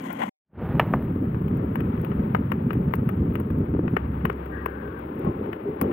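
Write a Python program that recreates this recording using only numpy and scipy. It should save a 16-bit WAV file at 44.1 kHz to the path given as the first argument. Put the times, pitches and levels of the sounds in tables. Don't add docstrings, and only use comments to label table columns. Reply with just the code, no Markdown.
import sys
import numpy as np
from scipy import signal
from scipy.fft import rfft, irfft, next_fast_len
from scipy.io import wavfile
from scipy.ndimage import uniform_filter1d

SR = 44100
rng = np.random.default_rng(int(sys.argv[2]) if len(sys.argv) > 2 else 0)


def waveform_to_disk(signal):
    frames = np.transpose(np.atleast_2d(signal))
    scaled = np.clip(frames, -1, 1) * 32767
    samples = np.round(scaled).astype(np.int16)
    wavfile.write(sys.argv[1], SR, samples)


def undo_db(level):
    steps = np.asarray(level, float) / 20
    return 10 ** steps


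N = 261175
T = np.arange(N) / SR
LONG = next_fast_len(N, True)
HZ = np.fft.rfftfreq(LONG, 1 / SR)

# (time [s], peak [dB], brightness [dB], lump resonance [Hz], treble spit [dB])
POPS = [(0.7957, -5.5, 2.5, 910, -32), (0.9365, -11, -11, 1150, -50), (1.4807, -37.5, 11, 800, -43),
        (1.7555, -21.5, 0.5, 1800, -32.5), (1.8044, -28.5, 3, 1500, -39), (2.0469, -29, 6.5, 1160, -32.5),
        (2.3477, -12, -5, 1500, -36), (2.5178, -18.5, 0.5, 1300, -30), (2.7059, -21, -1.5, 1600, -44),
        (2.7308, -29, 2, 1800, -33.5), (2.9366, -13, -0.3, 1310, -28.5), (3.09, -25, 2, 1360, -32.5),
        (3.3539, -22, 6, 1330, -32), (3.3998, -30, -4, 1230, -33.5), (3.5026, -31, -4.5, 1270, -41.5),
        (3.8785, -26, 1.7, 1340, -51.5), (3.9663, -13.5, -0.5, 1217, -35.5),
        (4.252, -15.5, 3.5, 1220, -24.5), (4.2978, -18, -3, 1240, -36.5), (4.6591, -17, -1.5, 934, -26.5),
        (5.2466, -32.5, -8, 1100, -40.5), (5.5295, -25, 5.5, 883, -43.5), (5.8128, -20, 0.5, 1130, -17),
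        (5.8408, -33.5, -4, 1086, -46)]
# (time [s], peak [dB], treble spit [dB])
SPARKS = [(.0209, -56, -40), (.1276, -40, -27.5), (1.0155, -47, -54), (1.079, -47, -59),
          (1.345, -33, -52.5), (1.4152, -39.5, -46.5), (1.57, -43, -37.5), (1.8923, -54, -52),
          (2.0141, -48.5, -39.5), (2.1158, -33, -52), (2.2524, -44.5, -49), (2.366, -49, -44),
          (2.9097, -38, -51.5), (2.9234, -56, -47), (2.953, -45, -29.5), (3.0616, -49, -51),
          (3.3355, -51.5, -44), (3.5852, -55, -44), (3.6964, -56, -49.5), (3.739, -38.5, -60),
          (4.459, -36, -42), (4.9902, -44, -43), (5.1538, -57.5, -50), (5.1926, -47, -38.5),
          (5.4591, -36, -55), (5.914, -34, -49)]
# (frequency [Hz], gain [dB])
POP_BODY = [(240, -35.5), (400, 0.5), (792, -1), (1090, -1), (1420, -7), (1770, -6.5), (2960, -14.5),
            (3140, -21.5), (3760, -33.5), (4660, -43.5), (5510, -43), (7000, -59.5), (9100, -85),
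            (15400, -120)]
# (frequency [Hz], gain [dB])
SNAP_SPECTRUM = [(2820, -40.0), (4800, -23), (6920, -33.5), (9070, -15.0), (11000, -17.5), (13300, -3.5),
                 (15300, -2.5), (15900, -6.0), (16400, -46.5)]
# (time [s], roar level [dB])
FIRE_HEAT = [(.45, -53), (.63, -50), (.74, -48.5), (1.06, -50), (1.35, -50), (1.99, -46), (2.48, -48),
             (3.12, -49), (3.8, -51), (4.09, -47.5), (4.7, -47.5), (4.98, -48), (5.3, -46.5), (5.64, -48.5),
             (5.8, -48), (5.92, -42)]
# (frequency [Hz], density [dB/Hz])
ROAR_SPECTRUM = [(330, -34.5), (520, 1), (700, -13), (850, -7), (1000, -6.5), (1300, -6), (1550, -10),
                 (2000, -15), (2700, -21.5), (3400, -29), (4000, -38.5), (5000, -49), (6800, -64),
                 (9000, -87.5)]
# (frequency [Hz], density [dB/Hz])
FIZZ_SPECTRUM = [(3820, -62.5), (6500, -29.5), (7000, -31), (8760, -15), (11400, -11), (12900, -4),
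                 (15100, -3), (15700, -1)]
# (time [s], strength [dB])
MEAN_WIND = [(.45, -35), (.75, -26.5), (2.2, -25), (2.6, -27), (3.7, -24.5), (4.0, -32.5), (4.25, -29.5),
             (4.36, -36.5), (5.05, -36), (5.23, -31.5), (5.3, -29), (5.34, -33), (5.45, -29), (5.58, -38.5),
             (5.68, -31), (5.78, -37), (5.84, -25.5), (5.92, -27)]
# (time [s], level over mean wind [dB])
GUSTS = [(.76, 5.5), (.94, 2), (1.27, 1), (1.3, -2.5), (1.4, 1.5), (1.46, 3.5), (1.49, -5), (1.55, 3.5),
         (1.76, -4.5), (2.03, -0.5), (2.065, -8), (2.14, -4), (2.18, 2.5), (2.67, 4), (2.78, 7), (2.88, 5),
         (2.93, -4), (3.08, 4.5), (3.22, 3.5), (3.31, 4.5), (3.34, -2.5), (3.44, -7.5), (3.61, 3),
         (3.67, -9.5), (3.76, 3), (3.855, 8), (3.94, 8), (4.1, 5), (5.27, 6.5), (5.83, 4)]
# (time [s], peak [dB], frequency [Hz])
THUMPS = [(1.487, -32.5, 172), (2.807, -12, 172), (3.729, -16.5, 281), (3.7382, -12, 294),
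          (3.749, -13, 381), (3.766, -14, 299), (3.792, -6.5, 335), (3.853, -21.5, 237),
          (3.935, -11.5, 250), (4.093, -19.5, 230), (4.246, -8, 204), (5.248, -13.5, 202),
          (5.273, -5.5, 197.5), (5.291, -15, 107.6), (5.655, -20, 415), (5.823, -6.5, 245.5),
          (5.841, -17.5, 226.5), (5.86, -14.5, 260), (5.897, -16, 408)]
# (frequency [Hz], density [dB/Hz])
BUFFET_SPECTRUM = [(15, -48.5), (25, -28.5), (52, -13.5), (76, -1), (194, 0), (260, -4.5), (340, -14),
                   (570, -120)]
# (frequency [Hz], density [dB/Hz])
FLUTTER_SPECTRUM = [(120, -29.5), (200, -2), (406, -0.5), (714, -26.5), (882, -25.5), (1020, -38.5),
                    (1300, -30), (1500, -45.5), (1950, -48), (3300, -120)]
# (middle [s], half length [s], push [dB])
STROKES = [
    (0.104, 0.011, 7.),
    (0.184, 0.028, 0),
    (0.221, 0.03, 12.5),
]
# (frequency [Hz], density [dB/Hz])
RUMBLE_SPECTRUM = [(35, -66.5), (60, -35), (155, -15.5), (233, -6.5), (308, -12.5), (340, -19),
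                   (520, -36.5), (680, -48.5), (1140, -120)]
# (frequency [Hz], density [dB/Hz])
SCRAPE_SPECTRUM = [(260, -49.5), (450, -4.5), (721, -9), (875, -5), (963, -10), (1030, -1.5), (1230, -15),
                   (1430, -6.5), (1700, -15.5), (1970, -8), (2570, -19.5), (3310, -18.5), (3820, -43.5),
                   (4500, -46.5), (5850, -70.5), (9900, -120)]
# (frequency [Hz], density [dB/Hz])
SIZZLE_SPECTRUM = [(2240, -29), (3800, 0.5), (4920, -8.5), (6570, -0.5), (10800, -7), (13300, -0.5),
                   (15700, -8.5), (16500, -16)]
# (time [s], frequency [Hz], level [dB])
HUM = [(3.93, 67.9, -51), (4.0, 66.7, -30), (4.3, 66.8, -33), (4.8, 68, -38.5), (5.05, 67, -42.5),
       (5.25, 67.5, -58)]
# (time [s], firing rate [Hz], level [dB])
REV = [(4.5, 100, -66), (4.54, 98.2, -48.5), (4.61, 100.7, -51.5), (4.73, 89.4, -56), (4.8, 87, -55),
       (4.9, 85.3, -56), (4.96, 88, -57.5), (5.0, 86.4, -54)]
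# (frequency [Hz], width [Hz], peak [dB])
EXHAUST = [(1150, 70, 2), (1610, 170, 6), (1850, 100, -2)]
# (time [s], frequency [Hz], level [dB])
WHINE = [(5.11, 1014, -59), (5.15, 1065, -56), (5.2, 1090, -53), (5.27, 1096, -43.5), (5.3, 1025, -49.5),
         (5.38, 1055, -58), (5.42, 1065, -63)]
# (time [s], frequency [Hz], level [dB])
BASKET = [(5.63, 407.3, -46), (5.634, 418, -58.5), (5.662, 397, -25.5), (5.726, 432, -32),
          (5.748, 430, -38), (5.78, 402, -57)]
# (frequency [Hz], signed share)
STEER = [(350, 1.0), (430, .8), (520, .13), (610, -.35), (760, -.58), (950, -.37), (1120, 0.0), (1330, .25),
         (1470, .02), (1730, 0.0), (1950, -.06), (2300, -.04), (2450, .025), (2750, 0.0)]
# (frequency [Hz], level [dB])
LEAK = [(300, -32), (600, -38), (1500, -34), (3000, -38), (6500, -32), (10000, -45), (16000, -50)]
# (time [s], share of plain left)
MONO = [(.4, 0), (.41, 1), (.89, 0.99), (.99, 0.61), (1.12, 0)]

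SPARK_HZ, SPARK_BRIGHT_DB = 1150.0, -1
CRACKS = POPS + [(s, db, SPARK_BRIGHT_DB, SPARK_HZ, spit_db) for s, db, spit_db in SPARKS]
EDGE_HZ = 15800
CUT_S, FULL_S = 0.2956, 0.57
BACK_S = 3.6


def pops():
    out = np.zeros(N)
    hz = np.fft.rfftfreq(2048, 1 / SR)
    t = np.arange(3000) / SR
    draws = rng.standard_normal((len(CRACKS), 2, len(t)))
    sparse = (abs(draws[:, 1]) > 2.1) * np.sign(draws[:, 1]) * (t > 0.0007)
    scatter = sparse * undo_db(-2 - 60 * t / 0.021)
    scatter = scatter + draws[:, 0] * undo_db(-35.5 - 60 * t / 0.13)
    scatter[:, 0] = 1
    for (s, db, bright_db, lump_hz, _), burst in zip(CRACKS, scatter):
        echo_share, delay_ms = (0.5, 3.2) if s < BACK_S else (0.95, 2.7)
        echo = np.exp(-((1000 * t - delay_ms) / 0.06) ** 2)
        echo = echo_share * echo / echo.sum()
        lump_db = 3.5 * np.exp(-np.log((hz + 1) / lump_hz) ** 2 / 0.1)
        tilt_db = bright_db * np.clip(np.log2((hz + 1) / 1500), 0, 1)
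        pop = signal.fftconvolve(burst + echo, causal(read(POP_BODY, hz) + lump_db + tilt_db))
        left_db = db + 6 * (1 - np.interp(s, *np.transpose(MONO)))
        add(out, s + 0.00083, undo_db(left_db + 1.5) * pop / abs(pop).max())
    return out


def snaps():
    haze_db, haze_t60_s = -13, 0.039
    out = np.zeros(N)
    t = np.arange(2500) / SR
    decay = undo_db(-60 * t / 0.009) + undo_db(haze_db - 60 * t / haze_t60_s)
    envelope = (1 - np.exp(-t / 0.00022)) * decay
    spits = rng.standard_normal((len(CRACKS), len(t))) * envelope
    impulse = causal(read(SNAP_SPECTRUM, np.fft.rfftfreq(2048, 1 / SR)))
    spits = signal.fftconvolve(spits, impulse[None], axes=1)
    for (s, *_, db), spit in zip(CRACKS, spits):
        add(out, s + 0.00045, undo_db(db - 3.5) * spit / abs(spit).max())
    return out


def crackle_ticks():
    rate_hz = 90.0
    chance = rng.random(N)
    size = rng.exponential(1, N)
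    white = rng.standard_normal(N)
    ticks = evened((chance < rate_hz / SR) * undo_db(2.6 * np.minimum(size, 2.4)))
    return evened(signal.lfilter([1], [1, -0.985], ticks) * np.sign(white))


def fire():
    roar_db = curves(FIRE_HEAT)[0]
    fizz_db = -67.5 + 0.5 * (roar_db + 46)
    fizz_db = fizz_db - 2.5 * switch(BACK_S, width_s=0.15)
    fizz_db = fizz_db - 11 * np.exp(-abs(T - FULL_S) / 0.12)
    ticks = crackle_ticks()
    out = 0
    for points, level_db, ticks_db, lick_db in (
            (ROAR_SPECTRUM, roar_db, -10.0, 1.3), (FIZZ_SPECTRUM, fizz_db, -9.0, 1.8)):
        crackle = evened(shaped(ticks, undo_db(read(points, HZ)) * (HZ < EDGE_HZ)))
        flames = undo_db(lick_db * flicker(30.0)) * noise(points)
        out = out + undo_db(level_db) * (flames + undo_db(ticks_db) * crackle)
    return fade(late_s=0.005) * out


def thumps():
    out = np.zeros(N)
    for s, db, hz in THUMPS:
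        turns = np.arange(0, 5, hz / SR)
        puff = turns * np.exp(1 - turns * 1.8) * np.sin(2 * np.pi * turns ** 0.9)
        slap = 0.29 * puff * abs(puff) * np.cos(5 * np.pi * turns)
        add(out, s, undo_db(db) * (puff + slap))
    return out


def wind():
    shelter_s, calm_s = 4.33, 5.47
    gust_db = bells(GUSTS, half_s=0.018) + 1.07 * flicker(8.1)
    strength_db = curves(MEAN_WIND)[0] + gust_db
    flutter_db = np.where(T < shelter_s, -8.5 - 0.3 * gust_db, -1.5)
    eddies = flicker(62.0) * np.clip((strength_db + 41.5) / 14, 0.15, 1)
    buffet = evened(undo_db(1.8 * eddies) * noise(BUFFET_SPECTRUM))
    flutter = evened(undo_db(0.54 * eddies + 1.9 * flicker(53.0)) * noise(FLUTTER_SPECTRUM))
    share = np.clip(undo_db(flutter_db - 1.0), 0, 0.95)
    calm = undo_db(-6 * switch(calm_s, width_s=0.02))
    gust = np.sqrt(1 - share ** 2) * calm * buffet + share * flutter
    gust = evened(gust / (uniform_filter1d(gust ** 2, size=2600) + 0.05) ** 0.45)
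    return fade(late_s=0.004) * undo_db(strength_db + 1.03) * gust + thumps()


def shovel():
    rumble_db, drag_db, hiss_db = -34.0, -44, -63.0
    push_db = sum(bells([(s, db)], half_s) for s, half_s, db in STROKES)
    grit = flicker(50.0)
    rumble = undo_db(rumble_db) * noise(RUMBLE_SPECTRUM)
    scrape = undo_db(drag_db + push_db + 1.6 * grit) * noise(SCRAPE_SPECTRUM)
    sizzle = undo_db(hiss_db + 0.3 * push_db + 3.1 * grit) * noise(SIZZLE_SPECTRUM)
    gate = np.clip((CUT_S - T) / 0.0047, 0, 1)
    return gate * (rumble + scrape + sizzle)


def basket():
    return tone(BASKET, waver_db=1.1)


def rev():
    rate_hz, db, gate = curves(REV)
    turns = np.cumsum(rate_hz * (1 + 0.0021 * flicker(6.8))) / SR
    sink = (rate_hz / 96) ** 0.37
    out = 0
    for k in range(11, 21):
        gain = 0
        for hz, width_hz, peak_db in EXHAUST:
            offset = 2 * (k * rate_hz - hz * sink) / width_hz
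            gain = gain + undo_db(peak_db) / (1 + offset ** 2)
        harmonic = np.cos(2 * np.pi * (k * turns + rng.random()))
        out = out + gain * undo_db(3.8 * flicker(25.0)) * harmonic
    return gate * undo_db(db) * out


def engine():
    return rev() + tone(HUM, waver_db=0.37) + tone(WHINE, waver_db=1.8)


def tone(rows, waver_db):
    hz, db, gate = curves(rows)
    return gate * undo_db(db + 0.5 + waver_db * flicker(7.2)) * np.sin(2 * np.pi * np.cumsum(hz) / SR)


def noise(points):
    return evened(shaped(rng.standard_normal(LONG), undo_db(read(points, HZ)) * (HZ < EDGE_HZ)))


def flicker(top_hz):
    return evened(shaped(rng.standard_normal(LONG), (HZ > 3) / (1 + (HZ / top_hz) ** 2)))


def evened(x):
    return x / np.sqrt(np.mean(x ** 2) + 1e-30)


def shaped(x, gain):
    return irfft(rfft(x, LONG) * gain, LONG)[:N]


def causal(db):
    log_gain = np.log(undo_db(np.maximum(db, -90)))
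    full = np.r_[log_gain, log_gain[-2:0:-1]]
    tap = np.fft.ifft(np.exp(np.conj(signal.hilbert(full)))).real
    return tap[:512] / np.linalg.norm(tap)


def read(points, hz):
    f, value = np.transpose(points)
    return np.interp(np.log(hz + 1), np.log(f + 1), value)


def curves(rows):
    s, *columns = np.transpose(rows)
    gate = uniform_filter1d(((T > s[0]) & (T < s[-1])) * 1.0, size=90)
    return [np.interp(T, s, c) for c in columns] + [gate]


def bells(rows, half_s):
    return sum(db * np.exp(-((T - s) / half_s) ** 2) for s, db in rows)


def switch(s, width_s):
    return 1 / (1 + np.exp((s - T) / width_s))


def fade(late_s):
    slope_db_per_s, knee_s = 569, 0.023
    rise_db = -slope_db_per_s * knee_s * np.logaddexp(0, (FULL_S - T) / knee_s)
    dip_db = -4.1 * np.exp(-abs(T - FULL_S) / late_s)
    return (T > 0.45) * undo_db(rise_db + dip_db)


def add(mix, s, sound):
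    part = mix[round(s * SR):][:len(sound)]
    part += sound[:len(part)]


def scene():
    beds = snaps() + fire() + wind() + shovel() + basket() + engine()
    left = shaped(beds, 2 / (1 + read(STEER, HZ))) + pops()
    return np.array([left, left])


def low_pass(x):
    return signal.sosfilt(signal.butter(12, 16790, fs=SR, output="sos"), x)


def record(dry):
    taps = rng.standard_normal(300) * np.hanning(300)
    centred = np.roll(np.pad(taps, (0, LONG - 300)), -150)
    scramble = np.exp(1j * np.angle(rfft(centred)))
    steered = shaped(dry[1], read(STEER, HZ) + undo_db(read(LEAK, HZ)) * scramble)
    mono = np.clip(np.interp(T, *np.transpose(MONO)), 0, 1)
    right = mono * dry[1] + (1 - mono) * steered
    return low_pass(np.array([dry[0], right]))


dry = scene()
out = record(dry)
waveform_to_disk(out)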